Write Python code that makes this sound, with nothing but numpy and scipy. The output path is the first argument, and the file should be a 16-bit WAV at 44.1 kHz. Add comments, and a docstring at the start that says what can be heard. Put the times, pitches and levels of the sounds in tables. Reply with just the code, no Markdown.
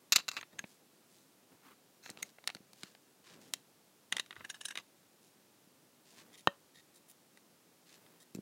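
"""Loose plastic toy bricks clatter, scrape and tap on a soft cover, beside a small camera in a quiet room.
A base plate is tapped and slid, a brick is worked onto its studs in small slips, and fingers rub the plastic.
A piece snaps home with a hollow knock, and soft bumps thud in the camera's case.
Knocks are sums of fading tones, most with bursts of noise; rubs and scrapes are trains of tiny random slips.
A faint room tail and a steady hush complete the scene."""
import sys
import numpy as np
from scipy import signal
from scipy.fft import rfft, irfft, next_fast_len
from scipy.io import wavfile

SR = 44100
rng = np.random.default_rng(int(sys.argv[2]) if len(sys.argv) > 2 else 0)


def to_wav(sig):
    """Store sig (one row per channel, or 1-D mono) as 16-bit WAV at the path in sys.argv[1].

    Samples outside -1..1 are clipped; the rate is SR.
    """
    pcm = np.clip(np.atleast_2d(sig), -1, 1) * 32767
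    pcm = np.round(pcm).astype(np.int16)
    wavfile.write(sys.argv[1], SR, pcm.T)  # frames by channels


N = 370881  # length of the scene in samples

# tones of the loose bricks: (frequency [Hz], width [Hz], level [dB]); a wider tone fades faster
LOOSE_TONES = [(1250, 400, -6), (2690, 120, -1), (3570, 50, -7), (3980, 150, 1), (4450, 150, -2),
               (5080, 200, -7), (5990, 50, -9), (6220, 45, -9), (6430, 40, -9), (6960, 170, -4),
               (8030, 70, -15), (10400, 70, -19), (11600, 76, -21), (13150, 130, -12)]
# tones of the sockets that grip the studs: (frequency [Hz], width [Hz], level [dB])
SOCKET_TONES = [(1670, 180, 0), (2840, 230, -1), (3790, 310, -4), (5560, 110, -4), (6380, 94, -3),
                (7270, 73, -10), (7990, 200, -10), (8840, 120, -13), (9280, 140, -6), (9640, 100, -12),
                (10600, 200, -11)]
# colour of hard plastic on plastic: (frequency [Hz], level per Hz [dB])
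PLASTIC_COLOUR = [(60, -28.5), (200, -6.5), (600, -7.5), (1400, 3), (4000, -1.5), (7000, -0.5),
                  (10000, -15), (13000, -14), (16000, -20)]
# colour of a soft rub on plastic: (frequency [Hz], level per Hz [dB])
RUB_COLOUR = [(530, -33.5), (900, -5.5), (1480, -6), (1630, -1), (2100, -2.5), (3800, 0.5), (7320, -2),
              (15500, -16.5)]
# colour of the soft cover: (frequency [Hz], level per Hz [dB])
COVER_COLOUR = [(60, -15), (160, -0.5), (250, -1), (500, -7), (1100, -17), (2200, -23), (6000, -37)]


def amp(db):
    """Turns decibels into a gain."""
    return 10 ** (np.asarray(db) / 20)


def unit(x):
    """Scales a sound to an rms of 1."""
    return x / np.sqrt(np.mean(x ** 2) + 1e-20)


def fade(t, t60):
    """A natural fade that drops 60 dB in t60 seconds."""
    return np.exp(-np.log(1000) * t / t60)


def read(points, hz):
    """Reads a table between its points, along a log-frequency axis."""
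    f, value = np.transpose(points)
    return np.interp(np.log(hz + 1), np.log(f + 1), value)


def colour(x, points):
    """Filters a sound so that each frequency gets the gain in the table."""
    size = next_fast_len(len(x))
    hz = np.fft.rfftfreq(size, 1 / SR)
    return irfft(rfft(x, size) * amp(read(points, hz)), size)[:len(x)]


def add(mix, s, sound):
    """Mixes a sound in at a time in seconds."""
    part = mix[max(round(s * SR), 0):][:len(sound)]
    part += sound[:len(part)]


def ringing(modes, size=6000):
    """Fading tones that start together after one blow; neighbouring tones swing opposite ways."""
    hz, width, db = np.transpose(modes)[:, :, None]
    t = np.arange(size) / SR
    tones = amp(db) * np.exp(-np.pi * width * t) * np.sin(2 * np.pi * hz * t)
    return (-1.) ** np.arange(len(hz)) @ tones


def struck(modes, detune=0.0094, ring=1, spread_db=1.5):
    """Each place of contact weights the tones anew, and the grip detunes them a little."""
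    hz, width, db = np.transpose(modes)
    weight, shift, side = rng.standard_normal((len(hz), 3)).T
    t = np.arange(2646) / SR
    # a wider tone fades sooner, so it starts higher
    height = np.sign(side) * width * amp(db + spread_db * weight)
    decay = np.exp(-np.pi * np.outer(width / ring, t))
    return height @ (decay * np.sin(2 * np.pi * np.outer(hz * (1 + detune * shift), t)))


def voiced(x, levels_db):
    """Sets a click's strength (over 10 ms) in bass, middle and treble: soft contacts are dull, hard ones bright."""
    edges_hz = [(150, 1400), (1400, 5000), (5000, 16000)]
    centres_hz = [900, 2600, 7000]
    z, hz = rfft(x), np.fft.rfftfreq(len(x), 1 / SR)
    for _ in range(3):  # the gains blend between bands, so approach the levels in steps
        energy = np.array([(abs(z[(hz >= a) & (hz < b)]) ** 2).sum() for a, b in edges_hz]) * 2 / len(x)
        gain_db = np.array(levels_db) - 10 * np.log10(energy / (SR / 100) + 1e-20)
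        z = z * amp(read(list(zip(centres_hz, gain_db)), hz))
    return irfft(z, len(x))


def clicks(contacts, modes, detune, ring, crack_db, crack_t60, tick_db, scuff_db):
    """A contact is a brief scuff, a sharp tick, a crack of fast-dying noise from the walls, and the piece's ring.

    detune is a share of each pitch; ring stretches the fading times of the tones.
    """
    out = np.zeros(N)
    lead = 300  # samples of scuff ahead of the contact
    for s, db, bass_db, treble_db in contacts:
        body = unit(struck(modes, detune, ring))
        t = np.arange(len(body)) / SR
        walls = unit(rng.standard_normal(len(t)) * fade(t, crack_t60))
        tick = unit(1. * (t == 0))
        contact = np.pad(walls + amp(tick_db) * tick, (lead, 0))
        sound = np.pad(body, (lead, 0)) + amp(crack_db) * unit(colour(contact, PLASTIC_COLOUR))
        # the edges graze each other harder and harder just before they catch
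        graze = unit(rng.standard_normal(lead) * np.linspace(0, 1, lead)) / np.sqrt(lead)
        scuff = np.pad(signal.fftconvolve(graze, sound[lead:]), (0, 1))
        sound = sound + amp(scuff_db) * scuff
        add(out, s - lead / SR, voiced(sound, [db + bass_db, db, db + treble_db]))
    return out


def collision(s, db, treble_db, chatter_s, gap_s, bass_db, count):
    """One collision as contacts (s, level dB, bass dB, treble dB): rebounds come ever sooner, weaker and duller."""
    gap_share = .92  # each gap against the one before; the first gap is this share of gap_s
    dulling_db = 2  # treble lost at each rebound
    chatter_fall_db, chatter_hold = 18.5, 2  # fall after chatter_s; a higher hold keeps the start level longer
    # soft, dull contacts are mostly thud: dB of bass gained per dB under a firm contact, and per dB of treble lost
    firm_db, thud_per_softness, thud_per_dullness = -44, 0.27, .2
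    k = np.arange(count)
    # the first contact falls at the collision's own time
    delay = np.cumsum(gap_s * gap_share ** k) - gap_s
    fall_db = np.minimum(chatter_fall_db * (delay / chatter_s) ** chatter_hold, 60)
    thud_db = bass_db - thud_per_softness * (db - firm_db) - thud_per_dullness * treble_db
    return zip(s + delay, db - fall_db, np.full(count, thud_db), treble_db - dulling_db * k)


def collisions(table, **piece):
    """All the contacts that one kind of piece makes."""
    return [contact for event in table for contact in collision(*event, **piece)]


def sliding(table, hiss, per_s, spread_db, modes=None, ring_db=0):
    """Each stroke is a train of tiny slips, a few of them larger, that hiss and may ring the piece under them."""
    out = np.zeros(N)
    for s, length, db, tilt in table:
        force, chance, push = rng.exponential(1, SR), rng.random(SR), rng.standard_normal(SR)
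        strength = amp(spread_db * np.minimum(force, 4)) * push
        slips = (strength * (chance < per_s / SR))[:max(int(length * SR), 200)]
        sound = unit(colour(slips, hiss))
        if modes is not None:
            ring = signal.fftconvolve(slips, struck(modes))[:len(slips)]
            sound = sound + amp(ring_db) * unit(ring)
        # tilt the spectrum, in dB per octave
        sound = unit(colour(sound, [(125, -4 * tilt), (16000, 3 * tilt)]))
        add(out, s, amp(db) * sound * signal.windows.tukey(len(sound), .7))
    return out


def strokes(table, brightness_db):
    """A firmer hand sounds duller: each stroke gets its brightness (dB per octave) from its level."""
    light_touch_db, duller_per_db = -66, 0.72
    return [(s, length, db, brightness_db - duller_per_db * (db - light_touch_db)) for s, length, db in table]


def hush():
    """The room's steady hush is noise with a fixed colour."""
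    # the hush: (frequency [Hz], level per Hz [dB])
    air_colour = [(25, 0), (60, -16), (110, -7), (170, -4), (300, -3.5), (420, -6), (600, -9), (1000, -13),
                  (2000, -17), (5000, -17.5), (10000, -19.5), (16000, -22)]
    return amp(-66.5) * unit(colour(rng.standard_normal(N), air_colour))


def loose_clatter():
    """Loose bricks tumble together, each collision rebounding in a quick chatter."""
    # (time [s], level at 1.4-5 kHz [dB], treble against that level [dB], chatter length [s])
    tumbles = [(.1223, -27, 0.5, 0.018), (.1608, -23.5, -2, 0.0096), (.1831, -42.5, -15, .005),
               (.1888, -44, -6, .004), (.1963, -49, -5, 0.017), (.282, -41.5, -4, 0.014),
               (.2876, -37, -2.5, 0.0052), (.3155, -46, -3.5, 0.0045), (.3673, -40.5, -11.5, 0.019),
               (.3868, -51, -23, 0.0097), (.4294, -49.5, -25, 0.0057)]
    return clicks(collisions(tumbles, gap_s=.0045, bass_db=-10.5, count=5), LOOSE_TONES,
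                  detune=.009, ring=.83, crack_db=-6, crack_t60=.022, tick_db=-7.5, scuff_db=-42.5)


def edge_scrapes():
    """Brick edges scrape along each other, and the slips ring the bricks."""
    # (time [s], length [s], level [dB], brightness [dB per octave])
    scrapes = [(.1505, 0.018, -31.5, -1.5), (.292, 0.13, -54.5, 0), (2.015, .12, -56, 2),
               (2.18, 0.041, -57, -2), (2.8, 0.11, -64.5, -3), (4.128, 0.045, -54.5, -5),
               (4.34, .11, -59, -7), (4.783, 0.036, -57, -2), (8.343, 0.023, -53, 5)]
    return sliding(scrapes, PLASTIC_COLOUR, per_s=2000, spread_db=2.0, modes=LOOSE_TONES, ring_db=-0.5)


def small_brick_taps():
    """One small brick, free to ring; how it is held sets its lowest tone."""
    # (time [s], level at 1.4-5 kHz [dB], treble against that level [dB], lowest tone [Hz])
    taps = [(0.4123, -49, -5, 1800), (0.5919, -39.5, -3, 1670), (2.2289, -41, 2.5, 2110)]
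    # the brick's higher tones: (frequency [Hz], width [Hz], level [dB])
    higher_tones = [(3970, 430, -11.5), (6460, 77, 1), (7660, 150, -12), (8960, 170, -13),
                    (12000, 280, -33), (13200, 210, -19)]
    out = np.zeros(N)
    for s, db, treble_db, low_hz in taps:
        contacts = collision(s, db, treble_db, chatter_s=0.0041, gap_s=0.0033, bass_db=-14.5, count=2)
        tones = [(low_hz, 75, 0)] + higher_tones  # lowest tone: 75 Hz wide, at 0 dB
        out += clicks(contacts, tones, detune=0.0054, ring=0.59,
                      crack_db=-12.0, crack_t60=0.025, tick_db=-0.5, scuff_db=-8)
    return out


def cover_brushes():
    """A hand brushes the soft cover: a dense, dull train of slips."""
    # (time [s], length [s], level [dB])
    brushes = [(.5, 0.15, -63), (1.49, 0.083, -65), (2.02, 0.34, -65), (3.22, 0.43, -64),
               (4.3, 0.37, -69.5), (6.05, 0.39, -66), (7.85, 0.42, -68)]
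    return sliding(strokes(brushes, brightness_db=2.0), COVER_COLOUR, per_s=2300, spread_db=2)


def brick_drags():
    """A brick drags on the build, and its slips ring the build."""
    # (time [s], length [s], level [dB], brightness [dB per octave])
    drags = [(.505, 0.051, -69, -4), (6.321, 0.046, -59, 0.5), (6.365, 0.056, -58.5, 1.5),
             (6.73, 0.098, -63, -2.5), (6.93, 0.068, -64.5, 7), (7.075, 0.054, -59.5, 10),
             (8.19, 0.054, -62.5, 3.5)]
    # tones of the build: (frequency [Hz], width [Hz], level [dB])
    build_tones = [(1850, 130, 8), (3250, 120, 2.5), (3700, 82, 8), (7360, 110, -1.5), (9780, 67, 3.5)]
    return sliding(drags, RUB_COLOUR, per_s=1200, spread_db=2.5, modes=build_tones, ring_db=1.0)


def finger_rubs():
    """Fingers rub over plastic: the skin slips many times a second, with no ring."""
    # (time [s], length [s], level [dB])
    rubs = [(.62, .17, -69), (1.05, .23, -70), (2.235, 0.084, -65), (2.72, 0.24, -66), (3.22, .17, -61),
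            (3.38, .15, -66), (5.2, .12, -70.5), (6.02, 0.23, -66), (6.15, .1, -61.5), (7.84, 0.16, -64)]
    return sliding(strokes(rubs, brightness_db=.5), RUB_COLOUR, per_s=2700, spread_db=3.0)


def camera_bumps():
    """Soft bumps reach the camera as dull thuds carried through its case."""
    # (time [s], level [dB])
    thuds = [(0.64, -48), (2.104, -51.5), (2.553, -51.5), (2.603, -56.5), (2.834, -49), (4.402, -59.5),
             (5.671, -60.5), (6.476, -38.5), (8.349, -39.5), (8.37, -44.5), (8.386, -39)]
    # tones of the case: (frequency [Hz], width [Hz], starting amplitude against the bump's level [dB])
    case_tones = [(150, 45, -36), (199, 59, 6.5), (330, 94, 6.5), (422, 160, 4.5), (600, 240, -39)]
    out = np.zeros(N)
    for s, db in thuds:
        add(out, s, amp(db) * ringing(case_tones))
    return out


def plate_taps():
    """Bricks and nails tap the base plate, each with one rebound."""
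    # (time [s], level at 1.4-5 kHz [dB], treble against that level [dB])
    taps = [(.6410, -50, -35), (2.0615, -50.5, -17), (2.0941, -52, -29), (2.1014, -53.5, 4.5),
            (2.1737, -54, -12), (2.3853, -59.5, -31), (2.4407, -58.5, -11.5), (2.475, -33.5, -4),
            (2.4917, -49, -25), (2.5013, -46, -13), (2.549, -48, -7), (2.5678, -59.5, -10),
            (2.7328, -62, 0), (2.8335, -45.5, -6), (2.95, -60.5, -11.5), (3.537, -36.5, 0.5)]
    # tones of the plate: (frequency [Hz], width [Hz], level [dB])
    plate_tones = [(727, 160, 3), (1040, 77, -22), (2620, 72, -7), (3960, 280, 4), (4560, 86, 3),
                   (4840, 87, -29), (7100, 2500, -7), (8420, 220, -2), (9800, 230, -3), (12900, 260, -13)]
    return clicks(collisions(taps, chatter_s=0.0038, gap_s=.0037, bass_db=-11.0, count=2), plate_tones,
                  detune=0.014, ring=0.58, crack_db=-2.5, crack_t60=0.017, tick_db=-12, scuff_db=-30)


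def plate_slides():
    """The tilted plate slides on the cover, and the slips ring its hollow underside."""
    # (time [s], length [s], level [dB], brightness [dB per octave])
    slides = [(1.61, .15, -61, 2.5)]
    # tones of the underside: (frequency [Hz], width [Hz], level [dB])
    underside_tones = [(910, 390, 0.5), (1140, 210, 7.5), (1913, 330, -18)]
    return sliding(slides, COVER_COLOUR, per_s=5000, spread_db=1.5, modes=underside_tones, ring_db=-4)


def press_clicks():
    """A held brick hits the studs, each time with one rebound."""
    # (time [s], level at 1.4-5 kHz [dB], treble against that level [dB])
    presses = [(4.1246, -30.5, -7.5), (4.1675, -36, -6.5), (4.1829, -44, -12), (4.1972, -33.5, -7.5),
               (4.262, -62, -4), (4.3083, -47, -16.5), (4.3275, -53.5, -18), (4.3563, -63, -8),
               (4.365, -51.5, -24), (4.4079, -53.5, -41), (4.7552, -43.5, -10), (4.7744, -38.5, -10),
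               (4.7856, -48, -10), (7.3737, -62, -5.5), (8.064, -66, -10)]
    # tones of the held brick: (frequency [Hz], width [Hz], level [dB])
    held_tones = [(1990, 170, -2), (2890, 170, -6), (3260, 270, -4), (3726, 200, 2), (4760, 58, -28),
                  (5650, 82, -34), (6200, 450, -6.5), (7540, 280, -19.5), (9500, 590, -2)]
    return clicks(collisions(presses, chatter_s=0.0031, gap_s=.0032, bass_db=-13.0, count=2), held_tones,
                  detune=0.02, ring=1.45, crack_db=-3, crack_t60=0.027, tick_db=-23.0, scuff_db=-20.0)


def socket_creep():
    """Studs creep in their sockets between the larger slips."""
    # (time [s], length [s], level [dB], brightness [dB per octave])
    creeps = [(4.438, .03, -57, -3), (4.484, .04, -54, -1), (4.54, .04, -60, -3), (4.595, .16, -62, -1)]
    return sliding(creeps, PLASTIC_COLOUR, per_s=1400, spread_db=0.5, modes=SOCKET_TONES, ring_db=4)


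def stud_slips():
    """Studs stick in their sockets, then slip with a click."""
    # (time [s], level at 1.4-5 kHz [dB], treble against that level [dB])
    slips = [(4.4485, -46, -11.5), (4.5005, -44, -1.5), (4.5443, -53, -7), (4.612, -48, -3),
             (4.6546, -42, 1), (4.685, -48.5, 0), (4.7083, -45.5, -7), (4.7213, -56, -11)]
    return clicks(collisions(slips, chatter_s=0.0075, gap_s=0.0037, bass_db=-15.5, count=2), SOCKET_TONES,
                  detune=.03, ring=2, crack_db=-10, crack_t60=.018, tick_db=-12, scuff_db=-6)


def hollow_knock(snap_db=-24, snap_t60=0.005):
    """A piece snaps home in a burst of noise, and the hollow build resounds."""
    # tones of the whole build: (frequency [Hz], width [Hz], starting amplitude [dB])
    knock_tones = [(190, 790, -38.5), (315, 360, -25.5), (566, 17, -38.5), (620, 180, -35), (1120, 470, -4),
                   (1830, 49, -25), (2690, 400, -17), (3130, 170, -19), (3830, 140, -23), (5240, 150, -49),
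                   (6660, 160, -37)]
    knock_s = 6.4733
    out, t = np.zeros(N), np.arange(2000) / SR
    snap = colour(rng.standard_normal(len(t)), PLASTIC_COLOUR) * fade(t, snap_t60)
    add(out, knock_s, ringing(knock_tones))
    add(out, knock_s, amp(snap_db) * snap)
    return out


def room(x, onset_s=0.0063):
    """A short tail from a furnished room: sparse random echoes that fade at a rate set by pitch."""
    # (frequency [Hz], time to fade by 60 dB [s])
    fade_times = [(200, 0.15), (4000, 0.22), (14000, 0.079)]
    t = np.arange(SR // 2) / SR
    echoes = rng.standard_normal(len(t)) * (rng.random(len(t)) < .1) * (t > onset_s)
    hz, when, z = signal.stft(echoes, SR, nperseg=256)
    faded = z * fade(when, read(fade_times, hz)[:, None])
    tail = signal.istft(faded, SR, nperseg=256)[1]
    return signal.oaconvolve(x, tail / np.linalg.norm(tail))[:N]


def scene():
    """All the plastic sounds in their room, over a steady hush."""
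    bricks = loose_clatter() + edge_scrapes() + small_brick_taps() + brick_drags()
    bricks += plate_taps() + press_clicks() + socket_creep() + stud_slips()
    hands = cover_brushes() + finger_rubs() + plate_slides()
    hollow = hollow_knock()
    tail = amp(-26.5) * room(bricks + amp(-3.5) * hollow)
    return (hush() + bricks + hands + camera_bumps() + hollow + tail)[None]


def record(dry):
    """The small microphone loses the deep bass; then the camera cuts off the highest treble."""
    mic_low_hz, edge_hz = 105, 15950
    thin = signal.sosfilt(signal.butter(3, mic_low_hz, "highpass", fs=SR, output="sos"), dry)
    band_limit = signal.firwin(401, edge_hz, window=("kaiser", 8), fs=SR)
    return signal.oaconvolve(thin, band_limit[None], "same")


dry = scene()
out = record(dry)
to_wav(out)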